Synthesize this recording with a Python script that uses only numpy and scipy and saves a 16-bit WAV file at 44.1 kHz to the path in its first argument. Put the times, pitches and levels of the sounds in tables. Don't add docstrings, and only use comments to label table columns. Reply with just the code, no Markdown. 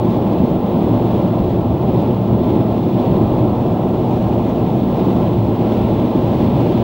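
import sys
import numpy as np
from scipy import signal
from scipy.fft import rfft, irfft
from scipy.io import wavfile
from scipy.ndimage import uniform_filter1d

SR = 44100
rng = np.random.default_rng(int(sys.argv[2]) if len(sys.argv) > 2 else 0)


def to_wav(s):
    ch = np.atleast_2d(s).T
    pcm = np.round(np.clip(ch, -1, 1) * 32767)
    wavfile.write(sys.argv[1], SR, pcm.astype(np.int16))


def decibels_to_gain(level_db):
    exponent = np.asarray(level_db, float) / 20
    return 10 ** exponent


N = 301203
HOP, SIZE = 512, 2048

# (time [s], level [dB])
GAIN = [(0, -53.5), (.62, -53.5), (.75, -53), (1.18, -53), (1.7, -55.5), (1.95, -53), (2.22, -55.5),
        (2.5, -52.5), (2.75, -55), (3.15, -52.5), (3.52, -55.5), (4.2, -55.5), (4.85, -53.5), (5.05, -52.5),
        (5.45, -55), (5.78, -53), (6.1, -54), (6.6, -53.5)]


def evened(x):
    return x / np.sqrt(np.mean(x ** 2) + 1e-20)


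def smoothed(x, samples):
    return uniform_filter1d(uniform_filter1d(x, int(samples)), int(samples))


def wobble(samples):
    return evened(smoothed(rng.standard_normal(N), samples))


def steadied(x, samples):
    return x / np.sqrt(smoothed(x ** 2, samples) + 1e-9)


def column(rows, index):
    rows = np.array(rows)
    return np.interp(np.arange(N) / SR, rows[:, 0], rows[:, index])


def tone(hz, waver_hz):
    return np.sqrt(2) * np.sin(2 * np.pi * np.cumsum(hz + waver_hz * wobble(6000)) / SR)


def shaped(points, patchy_db):
    hz = np.fft.rfftfreq(SIZE, 1 / SR)
    f, db = np.transpose(points)
    a, b, patches = rng.standard_normal((N // HOP + SIZE // HOP, len(hz), 3)).T
    patches = uniform_filter1d(patches, size=20, axis=0)
    patches = evened(uniform_filter1d(patches, size=8, axis=1))
    colour_db = np.interp(np.log(hz + 1), np.log(f + 1), db, left=-200, right=-200)
    z = (a + 1j * b) * decibels_to_gain(colour_db[:, None] + patchy_db * patches)
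    return evened(signal.istft(z, nperseg=SIZE, noverlap=SIZE - HOP)[1][:N])


def resonate(x, hz, width):
    turn = np.exp(2j * np.pi * hz * np.arange(N) / SR)
    r = np.exp(-np.pi * width / SR)
    once = signal.lfilter([1 - r], [1, -r], x / turn)
    twice = signal.lfilter([1 - r], [1, -r], once)
    return 2 * (turn * twice).real


def modes(table):
    return evened(sum(decibels_to_gain(db) * resonate(rng.standard_normal(N), hz, width) for hz, width, db in table))


def riding_db():
    gain_db = column(GAIN, index=1)
    return gain_db - gain_db.mean()


def wall_db(index):
    # (time [s], half length [s], roar change [dB], hiss change [dB])
    wall_marks = [(0.125, .05, -0.5, 1.5), (0.617, .05, -1, -1.5), (1.151, .08, 0, 1.5),
                  (1.505, 0.055, -1, 1.5), (1.8, 0.055, -1, -0.5), (2.054, .07, 1, 1),
                  (2.199, .07, -1.5, 0.5), (2.4, .04, -1.5, -1.5), (2.737, .05, 0.5, 2),
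                  (2.91, 0.1, -2.5, 1), (3.024, 0.051, 2, 2), (3.37, .05, 1, 1), (3.7, 0.33, 1.5, 1.5),
                  (4.2, 0.2, 1, 3), (4.49, 0.036, 1.5, 2.5), (4.845, .05, -3, -1), (5.23, 0.074, 0, 0.8),
                  (5.401, .06, -2.5, -0.5), (5.73, .04, 0.5, 1.5), (6.43, .06, 0.5, 1.5),
                  (6.524, 0.033, 0.5, -1.5), (6.612, .06, 1, 1)]
    t = np.arange(0, N, HOP) / SR
    rows = np.transpose(wall_marks)[:, :, None]
    passing = np.exp(-((t - rows[0]) / rows[1]) ** 2)
    return np.interp(np.arange(N) / SR, t, (rows[index] * passing).sum(axis=0))


def swells_db(rows, hz, rise_s, fall_s):
    t = np.arange(0, N, HOP) / SR
    s, db, struck_hz = np.transpose(rows)[:, :, None]
    late = (t - s) / np.where(t < s, rise_s, fall_s)
    reach = np.exp(-(np.log2(hz / struck_hz) / 0.34) ** 2)
    return np.interp(np.arange(N) / SR, t, (db * reach * np.exp(-late ** 2)).sum(axis=0))


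def bumps_db(hz):
    # (time [s], swell [dB], pitch of the body part struck [Hz])
    bumps = [(0.429, 4, 210), (0.57, 5, 110), (0.82, 2.5, 210), (0.9, 3.0, 330), (0.95, 6, 110),
             (1.31, 1, 110), (1.73, 4, 110), (1.98, 5.5, 110), (2.32, 2.5, 210), (2.33, 3.5, 110),
             (2.56, 7.5, 330), (3.14, 3.5, 210), (3.2, 4.5, 330), (3.21, 4.5, 110), (3.45, 7.5, 330),
             (4.06, 3, 110), (4.4, 0, 110), (4.76, 6.5, 110), (5.07, 2, 210), (5.2, 3.0, 210),
             (5.24, 2.5, 330), (5.43, 2, 110), (5.75, -1.5, 330), (5.88, 1.5, 110), (5.98, 4.5, 330),
             (6.17, 3.0, 330), (6.46, 4.5, 210), (6.58, 3, 110), (6.61, 2, 210), (6.7, 5.5, 330)]
    # (time [s], dip [dB], pitch of the body part that calms [Hz])
    lulls = [(.34, -5.5, 110), (.37, -1, 210), (.61, -1.5, 210), (.66, -9, 330), (.66, -2.5, 110),
             (1.08, -2, 210), (1.5, -1, 190), (1.78, -5.5, 210), (2.22, -7, 298), (2.75, -4.5, 282),
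             (3.08, -3, 330), (3.56, -4, 330), (4.0, -1.5, 200), (4.5, -8, 330), (4.92, -6, 330),
             (5.36, -2.5, 210), (6.1, -5, 110), (6.48, -7, 330), (6.67, -3.5, 110)]
    swell_db = swells_db(bumps, hz, rise_s=0.038, fall_s=0.028)
    return swell_db + swells_db(lulls, hz, rise_s=0.039, fall_s=0.039)


def camera_whine():
    # (frequency [Hz], level [dB per Hz])
    skirt = [(13600, -10), (13850, -17.5), (14130, -8), (14400, -17), (15050, -3.5), (15300, -7.5),
             (15600, -5.5), (15700, 2)]
    whine = decibels_to_gain(4.5 + 0.4 * wobble(300) + 0.5 * wobble(80)) * tone(15658.5, waver_hz=0.2)
    return whine + decibels_to_gain(-19.0) * shaped(skirt, patchy_db=-1.5)


def gear_whirrs():
    # (frequency [Hz], level [dB])
    gears = [(1045, -46), (1887, -69), (1972, -63.5), (2090, -69)]
    return sum(decibels_to_gain(db + 2.5 * wobble(5000)) * tone(hz, waver_hz=3.0) for hz, db in gears)


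def grit():
    # (time [s], level [dB])
    ticks = [(0.9714, -50), (1.5853, -49), (2.0218, -46), (2.7252, -48), (3.1794, -51), (4.2834, -50),
             (5.7204, -48), (5.7354, -49), (6.5724, -49), (6.6104, -48)]
    hits = np.zeros(N)
    for s, db in ticks:
        hits[round(s * SR)] = decibels_to_gain(db + 3.0)
    sprinkle = rng.random(N) < 40 / SR
    hits += decibels_to_gain(-74 + 4.0 * np.minimum(rng.exponential(1, N), 3)) * sprinkle
    t = np.arange(400) / SR
    burst = (t == 0) + 0.22 * rng.standard_normal(len(t)) * np.exp(-t / 0.003)
    band = signal.butter(2, [3500 / SR * 2, 13500 / SR * 2], "bandpass")
    burst = signal.lfilter(*band, burst)
    return signal.oaconvolve(hits, burst / abs(burst).max())[:N]


def thuds():
    # (time [s], peak [dB], ring [Hz], t60 [s])
    joints = [
        (0.47, -15, 200, .07),
        (3.7, -7.5, 105, .14),
        (2.7, -10, 270, .06),
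    ]
    out = np.zeros(N)
    for s, db, hz, t60 in joints:
        t = np.maximum(np.arange(N) / SR - s, 0)
        swell = 1 - np.exp(-t / 0.006)
        out += decibels_to_gain(db - 60 * t / t60) * swell * np.sin(2 * np.pi * hz * t)
    return out


def tyres():
    # (frequency [Hz], level [dB per Hz])
    roar_spectrum = [(220, -27.5), (380, -5.5), (405, -3), (517, -6.5), (608, -4), (679, -7.5), (846, -9.5),
                     (1060, -17.5), (1210, -24.5), (1380, -26.5), (1520, -39), (1980, -63), (3340, -120)]
    # (frequency [Hz], level [dB per Hz])
    hiss_spectrum = [(1400, -18.5), (1450, -10), (1510, -6), (1650, -1), (1800, -5.5), (2400, -3),
                     (3000, -3), (3500, -5.5), (4100, -8), (4500, -13.5), (5000, -17), (5600, -32)]
    # (frequency [Hz], level [dB per Hz])
    fizz_spectrum = [(4600, -10.5), (5300, 0), (6100, -3), (6700, -4), (8200, -10), (11000, -10.5),
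                     (11600, -14), (13600, -11.5)]
    t = np.arange(N) / SR
    ride_db = riding_db()

    roar_db = 32 - 0.27 * ride_db + wall_db(index=2)
    roar = decibels_to_gain(roar_db) * steadied(shaped(roar_spectrum, patchy_db=0.5), samples=8700)

    turn = 2 * np.pi * 18 * t
    beat_db = 0.55 * np.cos(turn) + 0.35 * np.cos(2 * turn) + 0.4 * np.cos(3 * turn)
    flicker_db = beat_db + 0.24 * wobble(620) + 0.41 * wobble(54) + wall_db(index=3)

    singing = evened(resonate(rng.standard_normal(N), hz=3440, width=290))
    hiss = shaped(hiss_spectrum, patchy_db=0.44) + decibels_to_gain(-11.5) * singing
    hiss_db = 8.5 + 0.25 * ride_db + 1.5 * np.maximum(t - 4.36, 0) + flicker_db
    fizz_db = -8 + 0.05 * ride_db + 0.78 * np.maximum(t - 2.8, 0) + 1.1 * flicker_db
    fizz = shaped(fizz_spectrum, patchy_db=-0.6)
    return roar + decibels_to_gain(hiss_db) * hiss + decibels_to_gain(fizz_db) * fizz


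def cabin():
    # (frequency [Hz], width [Hz], level [dB])
    air_modes = [(168.6, 40, -6), (190.3, 12.4, -3.5), (213.7, 20.3, -4), (232.9, 20.5, -8),
                 (246.2, 11.3, -2)]
    # (frequency [Hz], width [Hz], level [dB])
    panel_modes = [(308.5, 21.8, 0), (323.2, 20.5, -0.5), (354, 36.7, 2.5)]
    # (frequency [Hz], width [Hz], level [dB])
    drone_modes = [(46.2, 16, -16), (80.8, 28, -2.5), (110.2, 16, -0.5), (122.7, 30.6, 3)]
    # (frequency [Hz], level [dB per Hz])
    pan_spectrum = [(12, -51), (20, -13), (118, -2.5), (224, -0.5), (290, -0.5), (380, -35), (640, -120)]
    # (time [s], level [dB])
    load = [(0, -21), (.33, -23), (.5, -24.5), (.7, -28.5), (.95, -21), (1.4, -21.5), (2.3, -20),
            (3.05, -23.5), (3.25, -18.5), (3.8, -25.5), (4.3, -19), (4.9, -27), (5.4, -17.5), (5.65, -25),
            (5.9, -21.5), (6.12, -21.5), (6.4, -20), (6.83, -17)]
    ride_db = riding_db()

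    air = steadied(modes(air_modes) + decibels_to_gain(-1.0) * shaped(pan_spectrum, patchy_db=2.2), samples=5800)
    air = decibels_to_gain(37 - 0.4 * ride_db + bumps_db(hz=210)) * air
    panels = steadied(modes(panel_modes), samples=4900)
    panels = decibels_to_gain(32 - 0.5 * ride_db + bumps_db(hz=330)) * panels

    load_db = column(load, index=1)
    firing_db = -2.5 + 0.8 * (load_db - load_db.mean())
    engine = decibels_to_gain(firing_db) * tone(111.6, waver_hz=0.87)
    drone = steadied(modes(drone_modes) + engine, samples=4500)
    drone = decibels_to_gain(load_db - column(GAIN, index=1) + bumps_db(hz=110)) * drone
    return air + panels + drone


def scene():
    mean_db = column(GAIN, index=1).mean()
    faint = gear_whirrs() + grit() + thuds()
    return (camera_whine() + decibels_to_gain(-mean_db) * faint + tyres() + cabin())[None]


def roll_off(x):
    return signal.sosfilt(signal.butter(12, 15725, fs=SR, output="sos"), x)


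def record(dry):
    x = dry * decibels_to_gain(column(GAIN, index=1))
    x = x - 0.028 * (x ** 2 - np.mean(x ** 2))
    x = x / (1 + (x / 0.95) ** 6) ** (1 / 6)
    hz = np.fft.rfftfreq(2 * N, 1 / SR)
    mic = (hz < 15725) * hz ** 2 / (hz ** 2 + 23.7 ** 2)
    x = irfft(rfft(x, 2 * N) * mic)[:, :N]
    x = x * np.minimum(np.arange(N)[::-1] / (0.0019 * SR), 1)
    return roll_off(x)


dry = scene()
out = record(dry)
to_wav(out)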